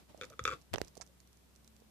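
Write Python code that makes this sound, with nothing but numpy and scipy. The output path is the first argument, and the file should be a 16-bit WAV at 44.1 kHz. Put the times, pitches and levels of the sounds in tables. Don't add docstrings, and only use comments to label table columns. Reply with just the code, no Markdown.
import sys
import numpy as np
from scipy import signal
from scipy.fft import rfft, irfft, next_fast_len
from scipy.io import wavfile

SR = 44100
rng = np.random.default_rng(int(sys.argv[2]) if len(sys.argv) > 2 else 0)


def output_pcm(signal):
    pcm = np.clip(np.atleast_2d(signal).T, -1, 1) * 32767
    wavfile.write(sys.argv[1], SR, np.round(pcm).astype(np.int16))


N = 83790
TIME = np.arange(N) / SR

# (time [s], level [dB], panel level [dB], panel pitch [Hz])
SLIPS = [(.2122, -27.5, -32, 1370), (.2218, -32, -36.5, 1410), (.2299, -41, -36.5, 1257),
         (.2345, -33, -39.5, 1340), (.242, -35.5, -42, 1250), (.303, -51.5, -51.5, 1270),
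         (.322, -53, -46, 1254), (.329, -50.5, -48, 1330), (.336, -53, -43.5, 1294),
         (.3926, -25, -23.5, 1274), (.4527, -15.5, -17, 1270), (.4655, -27.5, -27, 1330),
         (.4771, -22, -17.5, 1292), (.4843, -27.5, -21.5, 1317), (.4918, -30, -24.5, 1190),
         (.5032, -27.5, -34, 1410), (.5127, -31.5, -27, 1300), (.5186, -44, -30, 1284),
         (.5224, -32, -29, 1380), (.5266, -34, -30, 1140), (.5304, -33.5, -31.5, 1380),
         (.5355, -31.5, -33.5, 1150), (.5409, -45, -41, 1240), (.547, -45.5, -46, 1170)]
# (pitch [Hz], ring time to -60 dB [s], left level [dB], right level [dB])
BOX_MODES = [(414, 0.046, -24.5, -34), (1587, 0.0064, -10, -10.5), (1920, 0.011, -11, -13),
             (2292, 0.014, -5.5, -38), (2646, .014, -13, -15), (3030, 0.0047, -21, -26),
             (3493, .016, -15.5, -12), (4200, 0.0085, -27, -31.5), (4870, 0.021, -24, -22.5),
             (6240, 0.0061, -39, -13), (6810, 0.013, -45, -18)]
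# (frequency [Hz], gain [dB])
GRIT_EQ = [(1000, -18), (2000, 11.5), (6500, 3.5), (9000, 1), (14000, -9)]
# (frequency [Hz], gain [dB])
BOX_EQ = [(340, -0.5), (450, 4), (545, -2.5), (615, -10), (1000, -5), (1150, -0.5), (2500, 0)]
# (time [s], crack level [dB], thud level [dB], thud pitch [Hz], left minus right [dB], crack cut-off [Hz])
KNOCKS = [(0.734, -24, -39.5, 516, -5, 7000), (0.7383, -15.5, -26.5, 610, 33, 14000),
          (0.7393, -50, -18.5, 590, -45, 4000), (0.7429, -17.5, -32, 990, 21, 3930),
          (0.7456, -28, -42, 302, -36, 7540), (0.7475, -20, -29.5, 358, -11, 3500),
          (0.7498, -52, -25, 390, -31, 3000), (0.7588, -16, -49, 840, -35, 3970),
          (0.7828, -17.5, -32.5, 550, -39, 4100), (.7840, -24, -57, 644, -38, 7900),
          (0.8156, -13, -21, 437, -16.5, 11900)]
# (frequency [Hz], left gain [dB], right gain [dB])
CRACK_EQ = [(100, -22, -7.5), (530, 0.5, 10.5), (990, 4.5, 1.5), (2000, 2.5, -1), (3800, 7, -8),
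            (4400, -2.5, -1), (6350, -3, 1), (7160, -1.5, -14), (8360, -6.5, -4), (10700, -5, -21),
            (14100, -3, -7)]
# (time [s], level [dB], pitch [Hz])
NUDGES = [(.097, -46.5, 894), (0.146, -36.5, 637), (0.7755, -34, 467), (0.804, -34.5, 740),
          (0.9687, -38.5, 690), (0.976, -35.5, 443), (1.0013, -40, 700), (1.82, -46, 478.4)]
# (time [s], level [dB], pitch [Hz], left minus right [dB])
THUMPS = [(0.209, -54, 78, -1), (0.306, -49, 110, -2.5), (0.409, -34, 107, 1.5), (0.435, -37.5, 88, -3),
          (0.469, -39, 85.5, 1), (0.497, -41.5, 78, 2), (.53, -40, 152, 0), (0.713, -34.5, 81, 24),
          (0.726, -32, 100, 36), (0.7402, -32, 111, -1), (0.797, -37, 81, 14), (0.834, -44, 77.6, 16)]
# (time [s], level [dB])
CATCHES = [(1.012, -25), (1.0163, -24.5), (1.0193, -31.5), (1.0217, -28.5), (1.0253, -35)]
# (frequency [Hz], gain [dB])
SCRATCH_EQ = [(300, -6), (700, 1.5), (2300, -3), (3200, -12), (4800, -1.5), (5800, 3), (8200, -1),
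              (11000, -17.5), (12500, -42)]
# (time [s], level [dB])
TICKS = [(.176, -42.5), (.2518, -35.5), (.3008, -35.5), (.4397, -28), (.615, -45), (.621, -45), (.848, -37),
         (.8748, -41), (.881, -38.5), (.8835, -43.5), (.9537, -37), (.9558, -47), (.9711, -33.5),
         (.9762, -34), (1.0645, -43.5), (1.075, -44), (1.203, -40), (1.2744, -45), (1.330, -44.5),
         (1.372, -46.5), (1.5525, -48), (1.561, -42.5), (1.646, -43.5), (1.6772, -38), (1.7652, -42.5),
         (1.802, -48.5)]
# (frequency [Hz], gain [dB])
TICK_EQ = [(300, -20), (1000, -13.5), (3000, -14.5), (4300, -4), (6000, -1.5), (7500, -4.5), (10000, -11.5),
           (14000, -16.5)]
# (time [s], length [s], level [dB])
DRAGS = [(0.097, 0.032, -65), (0.171, 0.037, -58.5), (0.299, 0.04, -61.5), (1.055, 0.067, -70)]
# (time [s], level [dB])
RUB_FADER = [(0, -58.5), (.07, -76.5), (.1, -59), (.13, -66.5), (.25, -60.5), (.33, -66), (.37, -69.5),
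             (.53, -55.5), (.62, -68.5), (.71, -74.5), (.75, -57), (.84, -60), (.92, -69.5), (1.02, -66.5),
             (1.12, -73.5), (1.9, -71)]
# (frequency [Hz], gain [dB])
RUB_EQ = [(100, 2), (300, 4), (580, -2.5), (1000, -6.5), (1500, -13), (3500, -12), (7000, -19),
          (14000, -26.5)]
# (frequency [Hz], gain [dB])
ROOM_TONE_EQ = [(25, -14.5), (45, -7), (70, -1), (130, 3.5), (210, -1), (300, -6), (600, -12),
                (1200, -14.5), (3000, -17.5), (6500, -18.5), (10000, -19.5), (15000, -21)]
# (time [s], pitch [Hz], level [dB])
DRONE_PATH = [(.8, 186.3, -91), (.88, 185.7, -74), (1.18, 184.4, -75.5), (1.3, 184.5, -86),
              (1.53, 204.5, -85), (1.62, 214.9, -72)]

ROOM_T60_S, TIGHT_ROOM_T60_S = 0.13, 0.051
SLIP_SCATTER_DB, SLIP_DETUNE, FULL_DETUNE_HZ = 2.5, 0.077, 5600
GRIT_DB, GRIT_DECAY_S, SNAP_DB = -26.5, 0.0066, -8
PANEL_T60_S, PANEL_ATTACK_S = 0.018, 0.00061
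AIR_HZ, AIR_T60_S, AIR_DB, AIR_DB_PER_SLIP_DB = 503.3, 0.061, -26, 0.58
THUD_T60_S, TWIST_FROM_S, TWIST_LAG_S = 0.015, 0.6, 0.0049
HUM_HZ, HUM_RMS_DB, DRONE_WAVER = 64.1, -69, 0.022


def creaks():
    body, scrape = np.zeros((2, N)), np.zeros((2, N))
    for s, db, panel_db, panel_hz in SLIPS:
        for k, (hz, t60, left_db, right_db) in enumerate(BOX_MODES):
            gain = from_db(db + SLIP_SCATTER_DB * rng.standard_normal())
            detune = SLIP_DETUNE * min(hz / FULL_DETUNE_HZ, 1) ** 2 * rng.standard_normal()
            mode = (-1) ** k * ring(hz * (1 + detune), t60)
            add(body, s, gain * from_db([[left_db], [right_db]]) * mode)
        panel = ring(panel_hz, PANEL_T60_S)
        attack = 1 - np.exp(-TIME[:len(panel)] / PANEL_ATTACK_S)
        add(body, s, panned(from_db(panel_db) * attack * panel, pan_db=1.5))
        add(body, s, from_db(AIR_DB + AIR_DB_PER_SLIP_DB * db) * ring(AIR_HZ, AIR_T60_S))
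        grit = np.exp(-TIME[:SR // 20] / GRIT_DECAY_S) * rng.standard_normal((2, SR // 20))
        add(scrape, s, from_db(db + GRIT_DB) * grit + from_db(db + SNAP_DB) * snap(decay_s=0.0012))
    box = eq(body + eq(scrape, GRIT_EQ), BOX_EQ)
    return delay_right(box, lag_s=0.00008) + reverb(box, ROOM_T60_S, send_db=-10)


def knocks():
    out = np.zeros((2, N))
    mic_eqs = [np.array(CRACK_EQ)[:, [0, side]] for side in (1, 2)]
    for s, crack_db, thud_db, hz, pan_db, cut_hz in KNOCKS:
        crack = np.array([eq(snap(decay_s=0.0011), curve) for curve in mic_eqs])
        crack = lowpass(crack, cut_hz)
        crack /= np.linalg.norm(crack, axis=1, keepdims=True)
        add(out, s, panned(2 * from_db(crack_db) * crack, pan_db))
        undertone = from_db(-17) * ring(0.48 * hz, THUD_T60_S)
        thud = ring(hz, THUD_T60_S) + undertone
        add(out, s, panned(from_db(thud_db) * thud, pan_db))
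    return out + reverb(out, ROOM_T60_S, send_db=-30)


def nudges():
    out = np.zeros((2, N))
    for s, db, hz in NUDGES:
        note = lowpass(ring(hz, t60=0.017), hz=1160)
        add(out, s, panned(from_db(db) * note, pan_db=-31.5))
    return out


def thumps():
    out = np.zeros((2, N))
    for s, db, hz, pan_db in THUMPS:
        thump = from_db(db) * lowpass(ring(hz, t60=0.039), hz=230)
        lag_s = TWIST_LAG_S if s > TWIST_FROM_S else 0
        add(out, s, delay_right(panned(thump, pan_db), lag_s))
    return out


def scratch():
    catches = eq(snap_track(CATCHES, decay_s=0.00062, pan_db=-25.5), SCRATCH_EQ)
    return catches + reverb(catches, TIGHT_ROOM_T60_S, send_db=-11.5)


def ticks():
    clicks = eq(snap_track(TICKS, decay_s=0.0015, pan_db=-19), TICK_EQ)
    return clicks + reverb(clicks, TIGHT_ROOM_T60_S, send_db=-12.5)


def drags():
    out = np.zeros((2, N))
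    for s, length_s, db in DRAGS:
        friction = rng.standard_normal(SR // 4)
        wall = signal.fftconvolve(friction, ring(hz=584, t60=0.03), "valid")[:int(length_s * SR)]
        swell = np.sqrt(np.hanning(len(wall)))
        add(out, s, from_db(db) * swell * unit_rms(wall))
    return out


def rubbing():
    fader = from_db(np.interp(TIME, *np.transpose(RUB_FADER)))
    return fader * eq(rng.standard_normal((2, N)), RUB_EQ)


def hums():
    hum = from_db(HUM_RMS_DB) * np.sin(2 * np.pi * HUM_HZ * TIME)
    path_s, path_hz, path_db = np.transpose(DRONE_PATH)
    waver = DRONE_WAVER * unit_rms(lowpass(rng.standard_normal(N), hz=10.3))
    pitch = np.interp(TIME, path_s, path_hz) * (1 + waver)
    drone = from_db(np.interp(TIME, path_s, path_db)) * np.sin(2 * np.pi * np.cumsum(pitch) / SR)
    return np.sqrt(2) * (hum + drone)


def room_tone(rms_db=-67.5, crossover_hz=684):
    bass = lowpass(rng.standard_normal(N), crossover_hz)
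    highpass = signal.butter(2, crossover_hz, "high", fs=SR, output="sos")
    treble = signal.sosfilt(highpass, rng.standard_normal((2, N)))
    wide = 1.1 * rng.standard_normal((2, N))
    return from_db(rms_db) * unit_rms(eq(bass + treble + wide, ROOM_TONE_EQ))


def ring(hz, t60):
    t = TIME[:int(2 * t60 * SR)]
    return np.sin(2 * np.pi * hz * t) * np.exp(-np.log(1000) * t / t60)


def snap(decay_s):
    t = TIME[:SR // 20]
    x = rng.standard_normal(len(t)) * np.exp(-t / decay_s)
    x /= np.linalg.norm(x)
    x[0] = 1
    return x / np.linalg.norm(x)


def snap_track(cues, decay_s, pan_db):
    out = np.zeros((2, N))
    for s, db in cues:
        add(out, s, panned(2 * from_db(db) * snap(decay_s), pan_db))
    return out


def reverb(x, t60, send_db):
    t = TIME[:SR // 2]
    fade_in = np.minimum(t / 0.004, 1)
    tail = rng.standard_normal((2, len(t))) * from_db(-60 * t / t60) * fade_in
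    return from_db(send_db) * signal.fftconvolve(x, tail / np.linalg.norm(tail[0]), axes=1)[:, :N]


def eq(x, points):
    size = next_fast_len(x.shape[-1] // 2 + 1024) * 2
    hz, db = np.transpose(points)
    log_hz = np.log(np.fft.rfftfreq(size, 1 / SR) + 1)
    gain = unit_rms(from_db(np.interp(log_hz, np.log(hz), db)))
    fold = 1 + np.sign(np.fft.fftfreq(size))
    response = np.exp(rfft(irfft(np.log(gain)) * fold))
    return irfft(rfft(x, size) * response, size)[..., :x.shape[-1]]


def lowpass(x, hz):
    return signal.sosfilt(signal.butter(2, hz, fs=SR, output="sos"), x)


def panned(x, pan_db):
    return x * from_db([[min(pan_db, 0)], [min(-pan_db, 0)]])


def delay_right(x, lag_s):
    right = np.pad(x[1], (int(lag_s * SR), 0))[:x.shape[1]]
    return np.array([x[0], right])


def add(out, s, x):
    i = int(s * SR)
    out[..., i:i + x.shape[-1]] += x[..., :N - i]


def from_db(db):
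    return 10 ** (np.asarray(db) / 20)


def unit_rms(x):
    return x / np.sqrt(np.mean(x ** 2) + 1e-20)


def scene():
    bed = room_tone() + hums() + rubbing()
    return bed + creaks() + knocks() + nudges() + thumps() + ticks() + scratch() + drags()


def record(dry):
    low_cut = signal.butter(8, 44, "high", fs=SR, output="sos")
    high_cut = signal.ellip(10, 0.1, 70, 14600, fs=SR, output="sos")
    return signal.sosfilt(high_cut, signal.sosfilt(low_cut, dry))


dry = scene()
out = record(dry)
output_pcm(out)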